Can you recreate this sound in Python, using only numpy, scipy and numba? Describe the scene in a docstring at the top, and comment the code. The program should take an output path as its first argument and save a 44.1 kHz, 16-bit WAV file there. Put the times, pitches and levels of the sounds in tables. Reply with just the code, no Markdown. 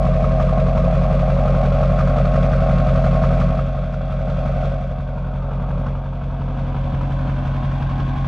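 """A V8 diesel pickup idles through a wide open tailpipe that points at a dirt track in the woods.
Every firing booms, barks in the pipe and blows out a rasping, hissing puff of gas; the uneven cylinders
give it a lope. Further forward the block knocks and gears whine. The microphone starts close to the
pipe, backs out past the bumper and ends beside the truck, and the balance and colour shift with it."""
import sys
import numpy as np
from scipy import signal
from scipy.fft import rfft, irfft, next_fast_len
from scipy.io import wavfile
from scipy.ndimage import uniform_filter1d, map_coordinates
from numba import njit

SR = 44100
rng = np.random.default_rng(int(sys.argv[2]) if len(sys.argv) > 2 else 0)


def put_to_file(sound):
    """Save the sound as 16-bit audio at rate SR, in the file named by the first command-line argument."""
    columns = np.atleast_2d(sound).T  # one column per channel
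    safe = np.clip(columns, -1, 1)
    whole_steps = np.round(safe * 32767)
    wavfile.write(sys.argv[1], SR, whole_steps.astype(np.int16))


N = 364707
TIME = np.arange(N) / SR

# the eight firings of one cycle: bark lateness/firing intervals, bark/dB, rasp/dB, hiss/dB, pop f/Hz,
# pressure pulse lateness/firing intervals, pulse level/dB
CYLINDERS = [(-0.12, 3, -15, -5.5, 650, -0.0705, -2), (-0.073, 3.5, -13.5, -2.5, 640, -0.122, -0.8),
             (0.03, 3.5, -5, 1, 654, .04, 0.84), (-0.04, -4, -2, 1.5, 648, -.01, 3),
             (-.02, 4, -26.5, -3, 595, -.03, 3.5), (-.02, -4.5, -14.5, -3.5, 580, -0.0014, -0.5),
             (.05, -1.5, -3.5, 0.5, 590, .06, 1.82), (.03, 1, -7, -2, 600, 0.0437, 0.6)]
# colour of the rushing gas under the truck: f/Hz, level/dB
GAS_UNDER_TRUCK = [(300, -10.5), (450, 4.5), (600, 6), (760, 6.5), (930, -8), (1100, 1), (1300, 2.5),
                   (1550, -4), (1800, -14.5), (2600, -28), (9000, -77)]


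def from_db(db):
    """Decibels to amplitude."""
    return 10 ** (np.asarray(db) / 20)


def in_time(rows):
    """Each column of an automation curve, sample by sample."""
    times, *columns = np.transpose(rows)
    return [np.interp(TIME, times, column) for column in columns]


def even(x):
    """Ride the level to unit power over two engine cycles."""
    power = np.mean(np.atleast_2d(x) ** 2, axis=0)
    return x / np.sqrt(uniform_filter1d(power, size=15550) + 1e-20)


def drift(rate):
    """Smooth random wobble through `rate` points a second."""
    return 0.86 * map_coordinates(rng.standard_normal(4000), [TIME * rate], order=3, mode="wrap")


def colour(x, spectrum):
    """Minimum-phase EQ through points of f/Hz, level/dB."""
    size = 2 * next_fast_len(N // 2 + 8000)
    hz, db = np.transpose(spectrum)
    bins_hz = np.arange(size // 2 + 1) * SR / size
    response = from_db(np.interp(np.log(bins_hz + 1), np.log(hz), db))
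    cepstrum = irfft(np.log(response))
    cepstrum[1:size // 2] *= 2
    cepstrum[size // 2 + 1:] = 0
    return irfft(rfft(x, size) * np.exp(rfft(cepstrum)))[..., :N]


def sliding(x, spectrum, slide):
    """An EQ whose frequencies are all scaled by a moving factor."""
    samples, stretched = np.arange(N), np.cumsum(slide)
    coloured = colour(np.interp(samples, stretched, x), spectrum)
    return even(np.interp(stretched, samples, coloured))


def delayed(x, ms):
    """A delay whose length may move."""
    return np.interp(TIME - ms / 1000, TIME, x)


def clicks(times, heights):
    """One impulse at each moment."""
    inside = (times >= 0) & (times < (N - 1) / SR)
    return np.bincount((times[inside] * SR).astype(int), heights[inside], N)


@njit
def resonate(x, hz, width_hz):
    """A resonance whose centre moves."""
    r, out = np.exp(-np.pi * width_hz / SR), np.zeros(len(x))
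    for i in range(2, len(x)):
        feedback = 2 * r * np.cos(2 * np.pi * hz[i] / SR) * out[i - 1] - r * r * out[i - 2]
        out[i] = x[i] - x[i - 2] + feedback
    return out


def scatter(x, t60):
    """Dense short reflections from the underbody and the trees."""
    age = TIME[:SR // 5]
    tail = rng.standard_normal(len(age)) * from_db(-60 * age / t60)
    return signal.fftconvolve(x, tail / np.linalg.norm(tail))[:N]


def idle(idle_rpm=681.5, sag_rpm_per_s=.19, hunt_rpm=2.0, hunt_hz=.78, first_firing_s=0.001467):
    """Running count of firings, four a revolution; the governor hunts around a slowly sagging speed."""
    rpm = idle_rpm - sag_rpm_per_s * TIME + hunt_rpm * np.cos(2 * np.pi * hunt_hz * (TIME - .99))
    return 4 * (np.cumsum(rpm) / SR - idle_rpm * first_firing_s) / 60


def firings(fired):
    """Time of every firing, with its cylinder's bark, rasp and hiss accents in dB."""
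    number = np.arange(int(fired[-1]) + 1)
    late, *accents_db = np.array(CYLINDERS)[number % len(CYLINDERS), :4].T
    return np.interp(number + late, fired, TIME, left=.004, right=-1), *accents_db


def exhaust_tones(fired, beside):
    """The pulse train's boom and pipe drone; uneven cylinders put lines between the firing tones."""
    # exhaust tones: f/crank speed, level under the truck/dB, level beside it/dB
    orders = [(3.5, -35.5, -25), (4.0, 0, -1), (4.5, -25, -17), (5.0, -14, -8.5), (6.0, -11.5, -11),
              (6.5, -28, -21.5), (7.0, -17, -14.5), (8.0, -9, -6.5), (8.5, -23.5, -25.5),
              (9.0, -23.5, -13.5), (11.0, -30.5, -29.5), (12.0, -2, 0), (12.5, -20, -18), (13.0, -17, -13),
              (13.5, -31, -27), (14.0, -15.5, -19.5), (14.5, -25.5, -31), (15.0, -7, -15), (15.5, -15, -25),
              (16.0, -15.5, -21.5), (16.5, -17.5, -23.5), (17.0, -24.5, -33.5), (17.5, -24.5, -37.5),
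              (18.5, -26.5, -29), (20.0, -18.5, -15.5), (20.5, -30, -32), (21.0, -30.5, -28),
              (21.5, -22, -23.5), (22.0, -25, -17), (22.5, -26.5, -19.5), (23.0, -34.5, -21.5),
              (25.0, -37, -18), (28.0, -32.5, -24.5)]
    late, pulse_db = np.array(CYLINDERS)[:, 5:].T
    slots = np.arange(len(late)) + late
    boom = drone = 0
    for order, under_db, beside_db in orders:
        per_firing = order / 4
        phase = np.angle(np.sum(from_db(pulse_db) * np.exp(-2j * np.pi * per_firing * slots)))
        waver = 1 + (0.01 if per_firing % 1 == 0 else 0.37) * drift(6.5)
        transit = 2.04 - 0.2 * per_firing   # in firings: deep tones take longer through the pipe
        level = from_db(under_db + beside * (beside_db - under_db)) * waver
        tone = -level * np.sin(2 * np.pi * per_firing * (fired - transit) + phase)
        if per_firing < 2.5:
            boom = boom + tone
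        else:
            drone = drone + tone
    return even(boom), even(drone)


def flutter():
    """A bed of low, fluttering noise under the drone."""
    # colour of the flutter: f/Hz, level/dB
    spectrum = [(15, -4.5), (45, -11.5), (110, 2), (165, 6.5), (245, 4), (300, -8.5), (400, -12),
                (700, -48.5), (4000, -110)]
    return even(colour(rng.standard_normal(N), spectrum))


def pops(times, accent_db, beside, width_s=0.0018, jitter_s=.00012, rise_beside=0.086):
    """A short hollow pop at the pipe's mouth, at each cylinder's own pitch, higher from the side."""
    spread_db, detune, jitter = rng.standard_normal((len(times), 3)).T
    pitch = 1 + rise_beside * np.interp(times, TIME, beside) + .012 * detune
    hz = np.resize(np.array(CYLINDERS)[:, 4], len(times)) * pitch
    nearest = np.rint(np.interp(TIME, times[times > 0], np.flatnonzero(times > 0))).astype(int)
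    age = TIME - (times + jitter_s * jitter)[nearest]
    envelope = from_db(accent_db + spread_db)[nearest] * np.exp(-.5 * (age / width_s) ** 2)
    return even(envelope * np.sin(2 * np.pi * hz[nearest] * age))


def hollow(drive):
    """The gap between ground and truck rings in three resonances that glide as the microphone moves."""
    # the resonances: t/s, then f/Hz, level/dB for each
    glides = [(0.7, 532, -9, 633, -1, 805, -19), (1.6, 570, 4.5, 602, -5, 805, -1.5),
              (3.3, 570, 0, 640, 1.5, 837, -33), (4.8, 569, 2, 606, -7.5, 708, -0.5),
              (5.8, 567, 3, 574, -8.5, 757, -9), (6.35, 500, 5, 680, 6, 766, -12.5),
              (6.8, 545, 4.5, 708, -5.5, 765, -3.5), (7.5, 594, -1, 715, -6.5, 823, -9.5),
              (8.2, 573, -4, 700, -10, 817, 15)]
    # their bandwidths: width/Hz
    widths = (30, 42, 65)
    curves = in_time(glides)
    ring = sum(from_db(db) * even(resonate(drive, hz, float(width)))
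               for hz, db, width in zip(curves[::2], curves[1::2], widths))
    power = uniform_filter1d(ring ** 2, size=1400) + 1e-9
    return even(ring / power ** .25)   # 2:1 compression steadies the ring


def bark(times, accent_db, beside, round_trip_ms=9.45, smear_ms=0.2, reflection=0.42):
    """Each pop returns along the pipe, smeared by the moving gas; pops, returns and gas ring the hollow."""
    mouth = pops(times, accent_db, beside)
    returns = delayed(mouth, round_trip_ms + smear_ms * drift(30))
    gas = even(colour(rng.standard_normal(N), GAS_UNDER_TRUCK))
    ring = hollow(.55 * mouth + returns + .55 * gas)
    direct = even(mouth + reflection * returns)
    direct_share = .55 * (1 - .55 * beside)
    return even(np.sqrt(1 - direct_share) * ring + np.sqrt(direct_share) * direct)


def puffs(times, accent_db, rise_s, steady, spread_db, grain_db):
    """Turbulent gas: a swell after each firing on top of a steady flow, broken into eddies."""
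    kicks = clicks(times, from_db(accent_db + spread_db * rng.standard_normal(len(times))))
    age = TIME[:SR // 8] / rise_s
    swell = signal.fftconvolve(kicks, age * np.exp(1 - age))[:N]
    return (steady + swell) * from_db(grain_db * drift(350)) * rng.standard_normal(N)


def rasp(gas, beside, echo_ms, under_slide, side_slide):
    """Gas combed by its echo off the dirt, crossfading from the colour under the truck to the side's."""
    # colour of the rushing gas beside the truck: f/Hz, level/dB
    gas_beside_truck = [(300, 6), (450, -4.5), (580, -5), (660, -5.5), (780, 2.5), (880, 2.5), (1020, 8),
                        (1250, -6.5), (1550, 2), (1950, -21), (2500, -13.5), (3000, -12), (3400, -16.5),
                        (5000, -29), (9000, -74.5)]
    combed = gas + 0.36 * delayed(gas, echo_ms)
    under = sliding(combed, GAS_UNDER_TRUCK, under_slide)
    side = sliding(combed, gas_beside_truck, side_slide)
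    return even(np.sqrt(1 - beside) * under + np.sqrt(beside) * side)


def flank_ring(gas, slide):
    """The gas rings along the truck's flank, gliding up with the side colour."""
    return even(resonate(gas, hz=968 * slide, width_hz=33.0))


def hiss(times, accent_db):
    """The bright edge of the gas jet, swelling softly with each firing."""
    # colour of the jet: f/Hz, level/dB
    spectrum = [(300, -41.5), (1200, -7), (1800, -0.5), (2050, 2.5), (2450, 2), (3050, -5.5), (3400, -10.5),
                (4100, -8), (5000, -13), (6200, -16.5), (7500, -23.5), (9800, -30.5), (11500, -43.5),
                (13800, -42.5), (15000, -68.5)]
    jet = puffs(times, accent_db, rise_s=.008, steady=.75, spread_db=1.5, grain_db=1.5)
    return even(colour(jet, spectrum))


def knock(times, accent_db, lag_s=.004, jitter_s=.0012, spread_db=3, top_hz=6500):
    """Injectors, combustion and valves strike the block; the underbody scatters the clatter."""
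    # modes of the block and injectors: f/Hz, level/dB, t60/s
    modes = [(1245, 0.5, 0.05), (1483, 0, 0.054), (1572, 4.5, 0.055), (2015, -3, 0.066), (2210, -3, 0.066),
             (2436, 1.5, 0.02), (2670, -2, 0.047), (3365, -3, 0.013), (3660, -11.5, 0.015),
             (4072, -9, 0.03), (4840, -16, 0.012), (5860, -17.5, 0.02)]
    # the strikes of one firing: t/s after the first, level/dB
    strikes = [(0, -1), (.005, -2.5), (.011, -3), (.016, -4)]
    after_s, strike_db = np.transpose(strikes)
    hit_s = np.add.outer(times + lag_s, after_s).ravel()
    hit_db = np.add.outer(accent_db, strike_db).ravel()
    clatter = 0
    for hz, level_db, t60 in modes:
        jitter, spread = rng.standard_normal((len(hit_s), 2)).T
        blows = clicks(hit_s + jitter_s * jitter, from_db(hit_db + spread_db * spread))
        r, w = from_db(-60 / (t60 * SR)), 2 * np.pi * hz / SR
        ring = signal.lfilter([1, 0, -1], [1, -2 * r * np.cos(w), r * r], blows + 1e-18)
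        clatter = clatter + from_db(level_db) * even(ring)
    clatter = signal.sosfilt(signal.butter(2, top_hz, fs=SR, output="sos"), clatter)
    return even(clatter + scatter(clatter, t60=.06))


def whine(fired, waver_db=2.8, wander_rad=.65, roughness=.35):
    """Meshing gears sing in step with the crank, unsteadily and a little roughly."""
    # gear tones: f/crank speed, level/dB
    orders = [(92, -17), (96, 2)]
    turns, tone = fired / 4, 0
    for order, db in orders:
        level = from_db(db + waver_db * drift(9))
        tone = tone + level * np.sin(2 * np.pi * order * turns + wander_rad * drift(10))
    return even(tone * (1 + roughness * drift(70)))


def thin_hiss(level_db=-82.5):
    """A faint, steady sheen of high noise, wide in stereo."""
    # colour of the sheen: f/Hz, level/dB
    spectrum = [(1000, -0.5), (9500, -9), (11300, -6.5), (12500, 8.5), (13800, 6), (14400, -3),
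                (15000, -15.5)]
    return from_db(level_db) * even(colour(rng.standard_normal((2, N)), spectrum))


def spits(slide, width_s=0.0047):
    """Now and then a puff tears into a sharper, brighter spit."""
    # spits of gas: t/s, level/dB
    cues = [(.245, -32.5), (0.401, -30), (0.418, -28), (0.773, -32), (.95, -35), (1.3, -35), (1.656, -33),
            (1.835, -38), (1.994, -28), (2.01, -28), (2.077, -29), (2.341, -29), (2.361, -31), (2.534, -28),
            (3.047, -29), (3.24, -28), (3.415, -30), (3.941, -35), (5.797, -43), (5.87, -35), (5.884, -44),
            (7.72, -36)]
    # colour of a spit: f/Hz, level/dB
    spectrum = [(300, -23.5), (900, -4), (1150, 7), (1450, 4.5), (1900, -9.5), (3500, -25.5), (6000, -24),
                (10000, -52.5), (15000, -70)]
    swell = sum(from_db(db) * np.exp(-.5 * np.minimum(((TIME - s) / width_s) ** 2, 100))
                for s, db in cues)
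    return swell * sliding(rng.standard_normal(N), spectrum, slide)


def faders(tyre, raised, beside, close_db=-15):
    """Layer gains along the walk: each follows one loudness at its own slope, shaded by the truck."""
    # loudness curve of the exhaust's low end: t/s, level/dB
    loudness = [(0.1, -15), (3.43, -15), (3.62, -17.5), (3.93, -19.5), (4.3, -18), (4.66, -17),
                (4.83, -19.5), (5.05, -20.5), (5.86, -18.5), (6.05, -21), (6.25, -20.5), (6.65, -19),
                (7.05, -18.5), (8.15, -19)]
    # how each layer carries: close level/dB, slope/(dB per dB), dB added behind the tyre, raised, beside
    carry = {"boom": (-17.5, 1.5, -1, 1.5, -1), "drone": (-18.5, 1.76, -3, 2, 2.5),
             "bark": (-23.5, 2.07, 2.25, -5.5, -2), "rasp": (-30, 1.93, -3.5, 4.5, -1),
             "hiss": (-43.5, 2.6, -1.9, -4, 4.8), "knock": (-43.5, 1, -5, -2.5, 4.5),
             "whine": (-39.5, 2.5, -8.5, 6, 1.5), "flank": (-52, 4.5, 2, -1.5, 17.5)}
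    change_db = in_time(loudness)[0] - close_db
    return {layer: from_db(db + slope * change_db + tyre * tyre_db + raised * up_db + beside * side_db)
            for layer, (db, slope, tyre_db, up_db, side_db) in carry.items()}


def stereo(x, lag_samples=.7):
    """The image opens and closes: mono at spread 0, diffuse with a slight left lag at 1."""
    # how wide the sound is: t/s, spread/0-1
    stereo_spread = [(3.6, 0), (4.5, 0.8), (4.75, 0.7), (5.3, 0), (5.95, 0.01), (6.9, 1), (8.2, 0.98)]
    # width of the scatter at full spread: f/Hz, side-to-mid level/dB
    width = [(40, -33.5), (80, -30.5), (160, -21.5), (330, -14), (650, -12.5), (1300, -8), (3000, -9),
             (6000, -13), (10000, -18.5)]
    diffuse = colour(scatter(x, t60=0.17), width)
    side = in_time(stereo_spread)[0] * (diffuse - lag_samples / 2 * np.gradient(x))
    return x + side * np.array([[1], [-1]])


def scene(corner_s=5.64, rasp_lead_s=0.0031):
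    """Tailpipe and engine, mixed along the walk around the truck."""
    # microphone position: t/s, then shares/0-1 behind the rear tyre, above the bumper, beside the truck
    walk = [(0.2, 0.52, 0.18, 0), (1.4, 0.37, 0.2, 0.049), (2.4, 0, 0.11, 0.011), (3.5, 0.076, 0.18, 0.09),
            (4.7, 0.22, 0, 0.17), (5.5, 0.67, 0.97, 0.27), (6.9, 0.71, 0.86, 0.85),
            (8.2, 0.085, 0.64, 0.97)]
    tyre, raised, beside = np.clip(in_time(walk), 0, 1)
    gain = faders(tyre, raised, beside)
    echo_ms = 1.44 + 0.21 * tyre + 0.86 * raised
    under_slide = 1 - 0.11 * tyre   # the gas sounds lower behind the tyre
    side_slide = 0.896 + 0.066 * np.maximum(TIME - corner_s, 0)   # rises as reflected paths shorten
    fired = idle()
    times, bark_db, rasp_db, hiss_db = firings(fired)
    boom, drone = exhaust_tones(fired, beside)
    mix = gain["boom"] * boom + gain["drone"] * (drone + from_db(-14.5) * flutter())
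    mix += gain["bark"] * bark(times, bark_db, beside)
    gas = puffs(times - rasp_lead_s, rasp_db, rise_s=0.0042, steady=0.4, spread_db=1.8, grain_db=0.5)
    mix += gain["rasp"] * rasp(gas, beside, echo_ms, under_slide, side_slide)
    mix += gain["flank"] * flank_ring(gas, side_slide)
    mix += gain["hiss"] * hiss(times, hiss_db)
    mix += gain["knock"] * knock(times, .5 * hiss_db)
    mix += gain["whine"] * whine(fired)
    return thin_hiss() + stereo(mix + spits(under_slide))


def record(dry, cutoff_hz=15100):
    """A steep low-pass trims the very top."""
    return signal.sosfilt(signal.ellip(10, .1, 80, cutoff_hz, fs=SR, output="sos"), dry)


dry = scene()
out = record(dry)
put_to_file(out)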